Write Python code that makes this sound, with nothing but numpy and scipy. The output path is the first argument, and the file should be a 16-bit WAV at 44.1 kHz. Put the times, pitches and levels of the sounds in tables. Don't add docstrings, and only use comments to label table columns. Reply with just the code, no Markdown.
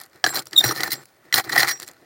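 import sys
import numpy as np
from scipy import signal
from scipy.fft import rfft, irfft, next_fast_len
from scipy.io import wavfile
from scipy.ndimage import uniform_filter1d, map_coordinates

SR = 44100
rng = np.random.default_rng(int(sys.argv[2]) if len(sys.argv) > 2 else 0)


def store_pcm(level_fs):
    pcm = np.round(np.clip(level_fs, -1, 1) * 32767).astype(np.int16)
    wavfile.write(sys.argv[1], SR, np.atleast_2d(pcm).T)


N = 90404
TIME = np.arange(N) / SR

# f/Hz, level/dB, t60/s
STEEL_MODES = [(4100, -2, .06), (6340, -12, .04), (7052, -14, .05), (8910, -12, .04), (9580, -5, .06),
               (9890, -8, .05), (11430, -8, .05), (11920, -10, .05), (12570, -6, .07), (14230, -8, .05),
               (14600, -10, .04), (15210, -7, .07)]
# f/Hz, width/Hz, level/dB
HANDLE_MODES = [(134.7, 48, -4), (335.6, 73, -1), (452.7, 260, -14.5)]
# f/Hz, width/Hz, level/dB
STONE_MODES = [(3206, 750, -0.5), (4198, 140, 6.5), (4630, 230, 4), (5166, 160, 1.5), (6820, 91, -6.5),
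               (7310, 140, -10)]


def amp(db):
    return 10 ** (np.asarray(db) / 20)


def unit(x):
    return x / np.sqrt(np.mean(x ** 2) + 1e-20)


def eq_gain(points, hz):
    f, db = np.transpose(points)
    return amp(np.interp(np.log(hz + 1), np.log(f + 1), db))


def curves(rows):
    times, *columns = np.transpose(rows)
    return [np.interp(TIME, times, column) for column in columns]


def filtered(x, response):
    size = next_fast_len(N + SR // 2)
    return irfft(rfft(x, size) * response(np.fft.rfftfreq(size, 1 / SR)), size)[:N]


def band_noise(low_hz, high_hz, samples):
    b, a = signal.butter(2, [low_hz, high_hz], 'band', fs=SR)
    return signal.lfilter(b, a, rng.standard_normal(samples))


def wobble(samples):
    return unit(uniform_filter1d(rng.standard_normal(N), size=samples))


def air():
    # f/Hz, level/dB
    spectrum = [(24, -24), (40, 0.5), (104, 5.5), (204, -3.5), (600, -1), (965, -9.5), (1520, -6.5),
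                (2980, -16), (16000, -22.5)]
    return amp(-60.5) * unit(filtered(rng.standard_normal(N), lambda f: eq_gain(spectrum, f)))


def pit_walls(x, t60=0.54):
    t = np.arange(SR // 8) / SR
    tail = rng.standard_normal(len(t)) * amp(-60 * t / t60) * (t > .003)
    return amp(-32.5) * signal.fftconvolve(x, tail / np.linalg.norm(tail))[:N]


def chips(t60=0.0086):
    # t/s, level/dB, f/Hz
    landings = [(0.0014, -22, 4270), (0.0151, -17, 11560), (0.0363, -24, 9700), (0.0412, -32.5, 4770),
                (0.055, -36, 7000), (0.0618, -31, 13000), (0.0984, -43.5, 7730), (0.1595, -34.5, 4000),
                (0.4231, -20.5, 8250), (0.4565, -24.5, 10800), (0.4697, -15, 5660), (0.5106, -27.5, 4600),
                (1.035, -32, 12300), (1.056, -27.5, 9700), (1.1694, -50, 4590), (1.7753, -27, 5460),
                (1.7998, -10.5, 7080), (1.8145, -30, 4450), (1.8211, -15.5, 1900), (1.8295, -14, 4470),
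                (1.8306, -24, 4630), (1.8468, -30.5, 5740), (1.8653, -31, 9700), (1.8789, -16.5, 7460),
                (1.8872, -20, 4100), (1.9138, -28, 7170), (1.935, -35, 4670), (2.0147, -40.5, 4040)]
    out, t = np.zeros(N + SR), np.arange(SR // 20) / SR
    sine = lambda f: np.sin(2 * np.pi * f * t)
    for start, db, hz in landings:
        ratios = np.exp(rng.normal(0, 0.4, size=3))
        modes = sine(hz) + 0.064 * sum(sine(min(hz * k, 15000)) for k in ratios)
        spit = 2 * amp(-3) * band_noise(3000, 13000, len(t))
        low_mode = amp(-7) * sine(1800 * ratios[0] ** 0.54)
        out[round(start * SR):][:len(t)] += 0.23 * amp(db - 60 * t / t60) * (modes + spit + low_mode)
    return out[:N]


def ground_thump(start=.651, hz=122, rise_s=.01, t60=.13):
    t = (TIME - start).clip(0)
    return amp(-10.5 - 60 * t / t60) * (1 - np.exp(-t / rise_s)) * np.sin(2 * np.pi * hz * t)


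def blade_song(tones_hz=(5685, 7615), waver_hz=9):
    # t/s, lower tone/dB, upper tone/dB
    phrases = [
        [(0.244, -18, -43.5), (0.31, -77, -26), (0.352, -30, -44.5), (0.398, -46, -29), (0.436, -96, -100),
         (0.47, -51.5, -52.5), (0.5, -68, -65), (0.54, -51, -53), (0.55, -64, -61)],
        [(0.56, -62, -56.5), (0.578, -32.5, -27.5), (0.592, -27.5, -35.5), (0.622, -46.5, -45.5),
         (0.642, -20.5, -37), (0.668, -26.5, -27), (0.696, -22, -49), (0.704, -54, -52), (0.712, -19.5, -55),
         (0.724, -28.5, -68), (0.74, -72, -66), (0.78, -57, -70)],
        [(0.79, -48, -67), (0.806, -39, -47.5), (0.84, -45, -46), (0.862, -55, -39), (0.884, -45, -49.5),
         (0.918, -54, -50), (0.96, -42, -42), (0.984, -71, -45), (1.08, -83.5, -75.5)],
        [(1.329, -24.5, -50), (1.395, -44.5, -32), (1.419, -68, -64), (1.469, -62, -89), (1.493, -67, -38),
         (1.525, -32, -59), (1.551, -51, -60), (1.611, -34, -37), (1.65, -37, -47)],
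        [(1.66, -52, -51.5), (1.704, -23.5, -47), (1.736, -27, -39.5), (1.776, -42, -52.5), (1.798, -48, -50.5),
         (1.852, -57, -60), (1.882, -66, -48), (1.9, -70, -67)],
    ]
    in_stroke = ((TIME >= .2415) & (TIME < 1.09)) | ((TIME >= 1.327) & (TIME < 1.92))
    out = np.zeros(N)
    for hz, db in zip(tones_hz, curves([row for phrase in phrases for row in phrase])):
        phase = 2 * np.pi * np.cumsum(hz + waver_hz * wobble(400)) / SR
        out += np.sqrt(2) * amp(db - 5) * np.sin(phase)
    return out * in_stroke


def grit(grains_per_s=330, grain_s=.0006):
    onsets = rng.random(N) < grains_per_s / SR
    energy = onsets * amp(6 * rng.exponential(size=N).clip(0, 3))
    power = signal.lfilter([1], [1, -np.exp(-1 / (grain_s * SR))], energy)
    grains = unit(np.sqrt(power) * rng.standard_normal(N))
    return unit(grains + amp(-13) * rng.standard_normal(N))


def shaken(jolts, level_db, modes, own_share=.7):
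    out = np.zeros(N)
    for hz, width, db in modes:
        drive = amp(level_db) * (np.sqrt(1 - own_share) * jolts + np.sqrt(own_share) * grit())
        out += amp(db) * filtered(drive, lambda f: 1j * f * width / (hz * hz - f * f + 1j * f * width))
    power_gain = sum(amp(db) ** 2 * width for _, width, db in modes) * np.pi / SR
    return out / np.sqrt(power_gain)


def squeal(jitter_hz=25, full_db=-6, rasp_width_hz=300):
    # t/s, f/Hz, level/dB
    path = [(.557, 3830, -45), (.562, 3810, -23), (.5655, 3795, -9), (.5675, 3800, -12), (.569, 3860, -27),
            (.574, 3820, -25), (.577, 3740, -11), (.580, 3700, -5), (.585, 3660, -7), (.589, 3600, -6),
            (.595, 3690, -9), (.599, 3800, -24), (.604, 3665, -24), (.608, 3670, -13), (.612, 3670, -14),
            (.6145, 3660, -30), (.618, 3650, -50)]
    # multiple of the pitch, level/dB against the tone at full_db, roughness (0-1)
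    harmonics = [(2, -13, .3), (3, -19, .5), (4, -12, .3)]
    first, last = path[0], path[-1]
    hz, db = curves([(first[0] - .003, first[1], -120), *path, (last[0] + .0046, last[1], -120)])
    phase = 2 * np.pi * np.cumsum(hz + jitter_hz * wobble(120)) / SR
    overtone_db = full_db + 1.5 * (db - full_db)
    overtones = sum(amp(g + overtone_db) * (1 - rough + rough * wobble(120)) * np.cos(k * phase)
                    for k, g, rough in harmonics)
    upper_steel = [(f, rasp_width_hz, g) for f, g, _ in STEEL_MODES[2:]]
    rasp = shaken(grit(), np.where(db > -40, .5 * db, db) - 31, upper_steel)
    return np.sqrt(2) * amp(-0.5) * (amp(db) * np.sin(phase) - overtones + rasp)


def catches(per_s=220, depth_db=2.2):
    knots = rng.standard_normal(int(N * per_s / SR) + 4)
    gain = amp(depth_db * map_coordinates(knots, [TIME * per_s]))
    return 20 * np.log10(unit(gain))


def crunch(grains, low_hz, high_hz):
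    # f/Hz, level/dB
    spectrum = [(200, -15), (600, -12), (1500, 20), (2700, -13), (4500, -18.5), (8000, -29), (15000, 14.5)]
    band = lambda f: 1 / (1 + (low_hz / (f + 1)) ** 6) / (1 + (f / high_hz) ** 6)
    return unit(filtered(grains, lambda f: eq_gain(spectrum, f) * band(f)))


def drag(buried_t60_ratio=.55):
    # t/s, blade body/dB, blade bending/dB, treble/dB, handle thrum/dB
    phrases = [
        [(0.0, -56, -42.5, -53.5, -50), (0.014, -52, -45, -42, -84), (0.026, -53.5, -58.5, -48.5, -56),
         (0.034, -55, -59, -49, -59), (0.092, -71, -73, -78.5, -67.5), (0.128, -66, -63, -59, -71),
         (0.148, -60, -58.5, -59.5, -56), (0.162, -57.5, -53, -57, -52), (0.222, -65, -67, -70.5, -81)],
        [(0.243, -28, -27.5, -24.5, -24.5), (0.258, -36, -38, -38, -47), (0.272, -29.5, -30.5, -22, -26),
         (0.282, -39, -29, -37, -49), (0.312, -45.5, -49.5, -36, -46), (0.334, -33, -44.5, -51.5, -48),
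         (0.35, -31, -35, -23, -37), (0.371, -29, -34.5, -17, -31), (0.381, -34.5, -46, -38, -36),
         (0.391, -34, -42, -20.5, -38), (0.401, -38.5, -61, -26.5, -39), (0.408, -41, -53.5, -42.5, -42),
         (0.424, -50, -62, -47, -48.5), (0.446, -75.5, -92, -77.5, -67.5), (0.466, -69, -59, -44, -48.5),
         (0.506, -69.5, -75.5, -71, -69), (0.536, -49, -32.5, -38, -37), (0.56, -48, -63, -51, -48.5)],
        [(0.6, -48, -37, -17.5, -31), (0.614, -37, -42, -41, -37.5), (0.626, -40.5, -42, -37.5, -48.5),
         (0.642, -21, -19, -28.5, -25), (0.666, -33, -37, -19.5, -35.5), (0.684, -35, -30, -25.5, -33),
         (0.722, -32, -32, -26.5, -31), (0.732, -44, -33.5, -39, -38.5), (0.748, -42.5, -55, -38.5, -52.5),
         (0.766, -43, -39, -27, -37), (0.782, -45, -27.5, -31, -45.5), (0.8, -34, -35.5, -33, -38)],
        [(0.81, -30, -29, -22.5, -40.5), (0.83, -39.5, -34.5, -38, -36), (0.8345, -29.5, -24, -15, -38.5),
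         (0.843, -34.5, -32, -36.5, -34), (0.858, -39.5, -29.5, -37.5, -43.5), (0.878, -31, -43, -25, -39.5),
         (0.892, -55, -39.5, -50, -40), (0.906, -49.5, -41, -30.5, -52), (0.92, -41.5, -43, -24.5, -55),
         (0.932, -39.5, -28.5, -17.5, -42.5), (0.95, -49.5, -46, -37.5, -47), (0.988, -53.5, -52.5, -54, -49),
         (1.032, -55, -56, -56.5, -56), (1.05, -71.5, -79, -62, -72)],
        [(1.07, -65, -75, -58, -76), (1.234, -66, -62, -75, -62), (1.25, -67, -56.5, -61, -50),
         (1.306, -59, -58, -77, -64.5)],
        [(1.333, -41.5, -22.5, -28, -47.5), (1.345, -25, -31, -17.5, -39), (1.369, -34, -19.5, -20, -33),
         (1.385, -21.5, -21.5, -13, -27.5), (1.401, -22, -30, -28, -37.5), (1.433, -71.5, -57, -57, -58),
         (1.445, -34.5, -46, -35.5, -48), (1.467, -60, -40.5, -46, -37.5), (1.479, -40.5, -42.5, -51, -44),
         (1.487, -56.5, -35, -54.5, -50.5), (1.495, -35, -26.5, -27, -54), (1.5, -39.5, -35, -39, -55)],
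        [(1.51, -39.5, -40, -38.5, -33), (1.526, -30.5, -23, -30.5, -45.5), (1.544, -38, -24.5, -29.5, -31.5),
         (1.561, -26, -26.5, -23.5, -35), (1.566, -21.5, -15.5, -28, -38.5), (1.582, -33, -17.5, -16, -29),
         (1.612, -26.5, -20, -18.5, -35.5), (1.636, -24.5, -24.5, -28.5, -36),
         (1.662, -33.5, -28.5, -32.5, -39.5), (1.69, -30.5, -19, -17.5, -52), (1.716, -40.5, -27, -27.5, -49.5),
         (1.746, -55, -53, -54, -46), (1.76, -50.5, -43.5, -51.5, -59.5)],
        [(1.77, -62, -57, -46.5, -59), (1.786, -64, -61, -54.5, -63.5), (1.796, -61, -47, -45, -52),
         (1.834, -50, -44.5, -36, -46), (1.86, -73, -68, -57, -56), (1.88, -54, -46, -39.5, -56),
         (1.898, -53, -55, -55, -50), (1.936, -60, -68, -62.5, -64), (2.05, -69, -60.5, -69, -54.5)],
    ]
    # f/Hz, width/Hz, level/dB
    body_modes = [(795, 57, 2.5), (1277, 404, 0), (1460, 50, -0.5), (2240, 270, -6)]
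    # f/Hz, width/Hz, level/dB
    bending_modes = [(1807, 71, 6.5), (1925, 82, 6), (1990, 57, -6.5)]
    holds = [(after[0][0] - .002, *phrase[-1][1:]) for phrase, after in zip(phrases, phrases[1:])]
    rows = sorted(holds + [tuple(row) for phrase in phrases for row in phrase])
    body_db, bending_db, treble_db, thrum_db = curves(rows)
    catch_db = catches()
    body_db += catch_db
    bending_db += catch_db
    treble_db += 0.77 * (catch_db + catches())
    ring_db = treble_db - 9.5 + 0.81 * np.minimum(treble_db + 61, 0)
    buried_steel = [(hz, np.log(1000) / (np.pi * t60 * buried_t60_ratio), db + 10 * np.log10(t60))
                    for hz, db, t60 in STEEL_MODES]
    low_grit, high_grit = grit(), grit()
    body = shaken(low_grit, body_db, body_modes)
    bending = shaken(low_grit, bending_db - 2, bending_modes)
    ring = shaken(high_grit, ring_db, buried_steel)
    stones = shaken(low_grit, treble_db - 6, STONE_MODES)
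    grind = amp(body_db - 20.5) * crunch(low_grit, 300, 2300)
    fizz = amp(treble_db - 8.5) * crunch(high_grit, 2700, 34000)
    thrum = shaken(rng.standard_normal(N), thrum_db, HANDLE_MODES)
    scoop = lambda f: 1 - 0.55 * np.exp(-((f - 2950) / 650) ** 2)
    return filtered(body + bending + ring + stones + grind + fizz, scoop) + thrum


def blows(knock_hz=747.5):
    # knock/dB, crack/dB, ring/dB, thud/dB
    hits = [(0.241, 3, 1707, -13.5, -11, -49, -34), (0.2479, -12.5, 1650, -33, -1.5, -35, -32),
            (0.2635, -0.5, 1657, -18, -12, -39.5, -62), (0.2714, -13.5, 1580, -35, -11, -15, -23),
            (0.2913, -12.5, 1670, -17.5, -10, -23.5, -27), (0.3031, -16.5, 1590, -12, -24, -18, -34),
            (0.3438, -17.5, 1420, -31, -13, -8, -9), (0.371, -18, 1630, -28, -8.5, -18, -23),
            (0.5312, -18, 1760, -36, -1.5, -34, -27.5), (0.6114, -12, 1650, -11, -20, -23, -27),
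            (0.6403, -1, 1820, -16, -15, -18, -34.5), (0.7098, -6.5, 1246, -31, -14.5, -23, -19),
            (0.7219, -7.5, 1290, -42, -21, -34, -21.5), (0.7613, -16.5, 1860, -14, -11, -29, -33.5),
            (0.7745, -12.5, 1780, -29, -16, -24, -16), (0.8056, -9, 1930, -20, -5, -21, -51),
            (0.8331, -9, 2030, -13.5, -3.5, -16, -26), (0.9053, -25, 2060, -38, 3, -11.5, -17),
            (0.9177, -16.5, 1930, -20, -2, -5, -28), (0.9238, -16, 2075, -27, -7, -13, -15),
            (1.326, -2, 1987, -52, -13, -30, -34), (1.341, -9.5, 1750, -22.5, 5.5, -9, -21.5),
            (1.38, -12, 1680, -22, -8, -14.5, -43), (1.3975, -17, 1900, -0.5, -0.5, -17, -39),
            (1.4421, -33, 1810, -7, -3, -32, -1), (1.475, -21.5, 1780, -12.5, -20, -31, -5),
            (1.4943, -12.5, 1526, -39, -15.5, -26.5, -41), (1.52, -17, 1860, -38.5, -3.5, -30, -28),
            (1.5246, -12.5, 1873, -44, -4.5, -47, -17.5), (1.5297, -10.5, 1870, -26.5, -5.5, -35, -48),
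            (1.5624, -3.5, 1852, -9, -12, -34, -40), (1.5788, 0, 1950, -31, -20, -30.5, -31),
            (1.596, -3, 1880, -30.5, -10.5, -32.5, -35), (1.6079, -5.5, 1930, -29, -10.5, -34.5, -37),
            (1.6311, -4, 1980, -15, -8, -36, -22), (1.647, -8.5, 1880, -21, -17.5, -35.5, -31),
            (1.711, -12.5, 1864, -39.5, -12, -15, -46)]
    # multiple of its pitch, level/dB
    partials = [(1, -0.5), (.72, -13), (1.12, -31.5)]
    out, t = np.zeros(N + SR), np.arange(SR // 3) / SR
    fade = lambda t60: amp(-60 * t / t60) * (1 - np.exp(-t / 0.001))
    mode = lambda f, t60: np.sin(2 * np.pi * f * t) * fade(t60)
    for start, db, hz, knock_db, crack_db, ring_db, thud_db in hits:
        clang = sum(amp(g + rng.normal(0, 3)) * mode(k * hz, t60=0.022 / k) for k, g in partials)
        ring = sum(amp(g + rng.normal(0, 3.3)) * mode(f, t60) for f, g, t60 in STEEL_MODES)
        thud = sum(amp(g) * mode(f, t60=0.13 * 300 / f) for f, _, g in HANDLE_MODES)
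        crack = band_noise(3600, 9000, len(t)) * fade(t60=0.013)
        clink = sum(amp(g + rng.normal(0, 5.2)) * mode(f, t60=0.0067) for f, _, g in STONE_MODES)
        knock = mode(knock_hz, t60=0.026)
        hit = (amp(-4.5) * clang + amp(crack_db + 1.5) * (crack + amp(-1) * clink)
               + amp(knock_db + 3) * knock + amp(ring_db + 2.5) * ring + amp(thud_db - 7) * thud)
        out[round(start * SR):][:len(t)] += amp(db) * hit
    return out[:N]


def scene():
    sharp = blows() + chips() + squeal()
    mono = sharp + pit_walls(sharp) + drag() + blade_song() + ground_thump() + air()
    return np.array([mono, mono])


def record(dry, ceiling=.95, bass_hz=60, top_hz=15900):
    clipped = dry / (1 + np.abs(dry / ceiling) ** 8) ** (1 / 8)
    response = lambda f: (f < top_hz) * (1j * f / (bass_hz + 1j * f)) ** 4
    return np.array([filtered(channel, response) for channel in clipped])


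dry = scene()
out = record(dry)
store_pcm(out)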